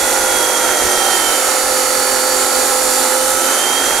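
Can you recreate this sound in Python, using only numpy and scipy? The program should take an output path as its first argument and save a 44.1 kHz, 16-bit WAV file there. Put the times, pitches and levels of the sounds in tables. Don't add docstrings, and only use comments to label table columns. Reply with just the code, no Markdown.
import sys
import numpy as np
from scipy import signal
from scipy.fft import rfft, irfft, next_fast_len
from scipy.io import wavfile
from scipy.ndimage import map_coordinates

SR = 44100
rng = np.random.default_rng(int(sys.argv[2]) if len(sys.argv) > 2 else 0)


def store_wav(level_fs):
    pcm = np.round(np.clip(np.atleast_2d(level_fs), -1, 1) * 32767)
    wavfile.write(sys.argv[1], SR, pcm.T.astype(np.int16))


N = 176400

# t/s, steadiness/0-1
SEATING = [(0, .7), (1.1, .7), (1.5, .82), (2.7, .8), (3.4, .7), (3.58, .4), (4, .32)]


def grinding(turns, roar_lumps_db=2.0, hiss_lumps_db=1.0, pressure_db=0.47):
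    # t/s, roar level/dB, hiss level/dB
    feed = [(0, -20.3, -20), (.45, -20, -20.9), (.65, -18.6, -20.5), (.9, -19.4, -20), (1.2, -20, -19.8),
            (1.65, -22.6, -20.6), (1.9, -21.7, -20), (2.4, -21.5, -20), (2.8, -21.8, -20),
            (3.25, -21.8, -20), (3.52, -19.4, -20.4), (3.7, -20.5, -20.9), (4, -20.6, -21)]
    # f/Hz, level/dB
    roar_colour = [(60, -56), (140, -20), (205, -16), (260, -3.5), (310, -7), (365, 1), (430, -3), (600, 0),
                   (670, -4.5), (780, 3.5), (900, -2.5), (1150, -4), (1420, 0.5), (1620, -4.5), (2000, -4),
                   (2500, -10), (4000, -16), (8000, -57)]
    # f/Hz, level/dB
    hiss_colour = [(1500, -45), (2900, -13), (3550, -6), (4120, -6), (4240, -1.5), (4450, -4), (4750, -2.5),
                   (4950, -8), (5300, -7), (5600, -1.5), (5900, -3), (6200, -1), (6500, -3), (6850, 0),
                   (7300, 1.8), (7650, .5), (7900, -3), (8450, -2), (8930, 1.5), (9100, -2), (9800, -2),
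                   (11100, -2), (12000, -5.5), (13000, -10), (13800, -15), (14800, -11), (15800, -22)]
    roar_db, hiss_db = np.array(curves(feed)) + pressure_db * wobble(16)
    roar_grit = scrape(turns, repeats=0.38) * amp(roar_lumps_db * rim(turns, points=12))
    hiss_grit = scrape(turns, repeats=0.77) * amp(hiss_lumps_db * rim(turns, points=44))
    roar = spread(roar_grit, lambda hz: amp(along(roar_colour, hz)))
    hiss = spread(hiss_grit, lambda hz: amp(along(hiss_colour, hz)) * steel(hz))
    return amp(roar_db + 0.75) * roar + amp(hiss_db + 3) * hiss


def scrape(turns, repeats):
    share = np.clip(repeats * curves(SEATING)[0], 0, 1)
    grit = np.array([rim(turns, points=1024) for _ in range(2)])
    return np.sqrt(share) * grit + np.sqrt(1 - share) * rng.standard_normal((2, N))


def rim(turns, points, life_turns=34.4):
    survival = np.exp(-1 / life_turns)
    renewal = np.sqrt(1 - survival ** 2)
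    fresh = rng.standard_normal((256, points))
    profiles, _ = signal.lfilter([renewal], [1, -survival], fresh[1:], axis=0, zi=survival * fresh[:1])
    return map_coordinates(profiles.ravel(), [turns * points], mode="wrap")


def steel(hz, width_hz=47, ring_db=1):
    rings = [2650, 3550, 3980, 4840, 5590, 5750, 6850, 7170, 7640, 8640, 8920, 9240, 10000, 10400, 10770,
             11000, 11470, 12560]
    return 1 + resonance([(centre, width_hz, ring_db) for centre in rings], hz).real


def drone(speed, turns, waver_db=1.5, drift_rad=0.39, flutter=0.13, width_rad=0.28, scatter_db=2):
    # f/Hz, width/Hz, level/dB
    frame = [(259, 25, -40), (368, 40, -35), (468, 32, -35), (519, 26, -26), (600, 34, -35), (715, 45, -37),
             (815, 36, -31), (862, 30, -34), (932, 40, -31.5), (1072, 25, -39), (1255, 45, -36),
             (1320, 55, -31), (1425, 50, -32), (1723, 40, -39), (1860, 80, -35), (1974, 30, -40),
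             (4237, 45, -41), (4598, 56, -31.5)]
    # multiple of the wheel's rate, light-load level/dB, full-load level/dB
    orders = [(6, 6, -4), (7, 6, 11.5), (8, -1.5, 2), (9, 4, 3.5), (10, -0.5, -8), (11, 0.5, -7),
              (12, 2.5, 1.5), (13, 3, -20), (15, 2.5, 2), (16, 1, -10), (17, 0.5, -2), (18, 1.5, -12),
              (19, -1, -0.5), (20, 3.5, -3), (21, 3, -4.5), (22, -3, -4), (25, -2, 2.5), (29, 3.5, -1.5),
              (30, 5, 2.5), (31, -13, 0.5), (33, 20, -6.5), (40, -12, 1.5), (41, 5.5, -6), (46, -5, -5.5),
              (94.3, 9, 3), (107, 0, -2)]
    full_load_hz, light_load_hz = 43, 46.5
    load = np.interp(speed, [full_load_hz, light_load_hz], [1, 0])
    hz = np.arange(6000)
    frame_gain = np.sqrt(sum(abs(resonance([mode], hz)) ** 4 / amp(mode[2]) ** 2 for mode in frame))
    shake = wobble(120)
    out = np.zeros((2, N))
    for multiple, light_db, full_db in orders:
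        order = round(multiple)
        phase = 2 * np.pi * (order * turns + rng.random()) + drift_rad * wobble(15)
        phase += flutter * np.log10(order) * shake
        order_db = light_db + load * (full_db - light_db) + waver_db * wobble(12)
        level = np.interp(order * speed, hz, frame_gain) * amp(order_db)
        apart = width_rad * wobble(3.1)
        lean = amp(scatter_db * (rng.random() - .5) * np.array([[1], [-1]]))
        out += lean * level * np.sin([phase + apart, phase - apart])
    return np.sqrt(2 * curves(SEATING)[0]) * amp(2.5) * out


def squeal(turns, pulse_db=5):
    # t/s, lower ring level/dB, upper ring level/dB
    swells = [(0, -55, -29), (.9, -36, -24.5), (1.25, -32.5, -34), (1.7, -34.5, -52), (2.05, -31, -48),
              (2.6, -33, -48), (3.1, -39, -51), (3.35, -51, -33), (3.55, -35, -27.5), (4, -31.5, -30)]
    # f/Hz, width/Hz, level/dB
    low_ring = [(4620, 85, 0)]
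    # f/Hz, width/Hz, level/dB
    high_ring = [(6180, 73, 0)]
    low_db, high_db = curves(swells)
    pulse = amp(pulse_db * np.sin(2 * np.pi * turns))
    low = spread(scrape(turns, repeats=0.53), lambda hz: resonance(low_ring, hz))
    high = spread(scrape(turns, repeats=0.17) * pulse, lambda hz: resonance(high_ring, hz))
    return amp(low_db) * low + amp(high_db) * high


def whine(turns, order=70, flutter_db=1.85, jitter_rad=0.15, pan_db=-3):
    # t/s, level/dB
    swells = [(0, -32), (.2, -40), (.28, -27.5), (.42, -28), (.6, -27), (.85, -31), (1.03, -23.5),
              (1.3, -25), (1.47, -35.5), (1.7, -39), (2.9, -39), (3.35, -33.5), (3.5, -30.5), (3.62, -23),
              (4, -27)]
    phase = 2 * np.pi * order * turns + jitter_rad * wobble(90)
    tone = np.sin(phase) * amp(flutter_db * wobble(45))
    lean = amp(np.array([[pan_db], [-pan_db]]) / 2)
    return amp(curves(swells)[0] - 2) * unit(tone) * lean


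def air(gust_db=6, puff_half_s=0.02):
    # f/Hz, level/dB
    colour = [(15, -5), (40, -4), (70, -3.5), (120, -11.5), (250, -10.5), (1000, -56)]
    # t/s, level/dB
    swells = [(0, -46), (.8, -47.5), (1.15, -50.5), (1.8, -52), (2.6, -50.5), (3.2, -48), (3.5, -52.5),
              (4, -43)]
    # t/s, rise/dB
    puffs = [(.86, 10), (.98, 11)]
    t = np.arange(N) / SR
    puffs_db = sum(rise * np.exp(-((t - at) / puff_half_s) ** 2) for at, rise in puffs)
    level_db = curves(swells)[0] + 2 + gust_db * np.tanh(wobble(18)) + puffs_db
    return amp(level_db) * spread(rng.standard_normal((2, N)), lambda hz: amp(along(colour, hz)))


def amp(db):
    return 10 ** (np.asarray(db) / 20)


def unit(x):
    return x / np.sqrt(np.mean(x ** 2) + 1e-20)


def along(points, hz):
    freqs, values = np.transpose(points)
    return np.interp(np.log(hz + 1), np.log(freqs + 1), values)


def curves(rows):
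    times, *columns = np.transpose(rows)
    return [np.interp(np.arange(N) / SR, times, column) for column in columns]


def wobble(rate):
    knots = rng.standard_normal(1024)
    coarse = np.linspace(0, N, 2048)
    return np.interp(np.arange(N), coarse, map_coordinates(knots, [coarse * rate / SR], mode="wrap"))


def filtered(x, response):
    size = next_fast_len(N + SR // 2)
    return irfft(rfft(x, size) * response(np.fft.rfftfreq(size, 1 / SR)), size)[..., :N]


def resonance(modes, hz):
    return sum(amp(db) * 1j * hz * width / (centre ** 2 - hz ** 2 + 1j * hz * width)
               for centre, width, db in modes)


def spread(pair, response):
    # f/Hz, likeness (1 or more is mono)
    likeness = [(60, 1.5), (200, 0.6), (700, 1), (1300, 0.6), (2400, 0.73), (4400, 0.5), (8000, 0.65),
                (15000, 0.27)]

    def mid_side(hz):
        angle = np.arccos(np.clip(along(likeness, hz), -1, 1)) / 2
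        return response(hz) * np.array([np.cos(angle), np.sin(angle)])

    mid, side = filtered(pair, mid_side)
    return unit(np.array([mid + side, mid - side]))


def scene():
    # t/s, turn rate/Hz
    wheel_speed = [(0, 48.31), (0.25, 47.51), (0.5, 46.85), (0.75, 46.17), (1, 45.45), (1.25, 44.46),
                   (1.5, 43.52), (1.65, 43.15), (1.85, 43.0), (2.2, 43.03), (2.5, 42.88), (2.75, 42.78),
                   (3, 42.98), (3.25, 43.35), (3.45, 43.85), (3.6, 44.62), (3.75, 45.51), (4, 46.23)]
    # f/Hz, left over right/dB
    pan = [(60, 5), (99, 24), (160, -9), (270, -3.5), (450, -8), (740, -5), (1220, -5), (2010, -5),
           (3330, -8.5), (5500, -4.5), (9080, -2.5), (15000, -15.5)]
    speed, = curves(wheel_speed)
    turns = np.cumsum(speed) / SR
    mix = grinding(turns) + drone(speed, turns) + squeal(turns) + whine(turns) + air()
    sides = lambda hz: amp(np.array([along(pan, hz), -along(pan, hz)]) / 2)
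    return filtered(mix, lambda hz: sides(hz) / sides(hz).mean(0))


def record(dry, ceiling=0.8, knee=12, top_hz=15750):
    rounded = dry / (1 + np.abs(dry / ceiling) ** knee) ** (1 / knee)
    return filtered(rounded, lambda hz: hz < top_hz)


dry = scene()
out = record(dry)
store_wav(out)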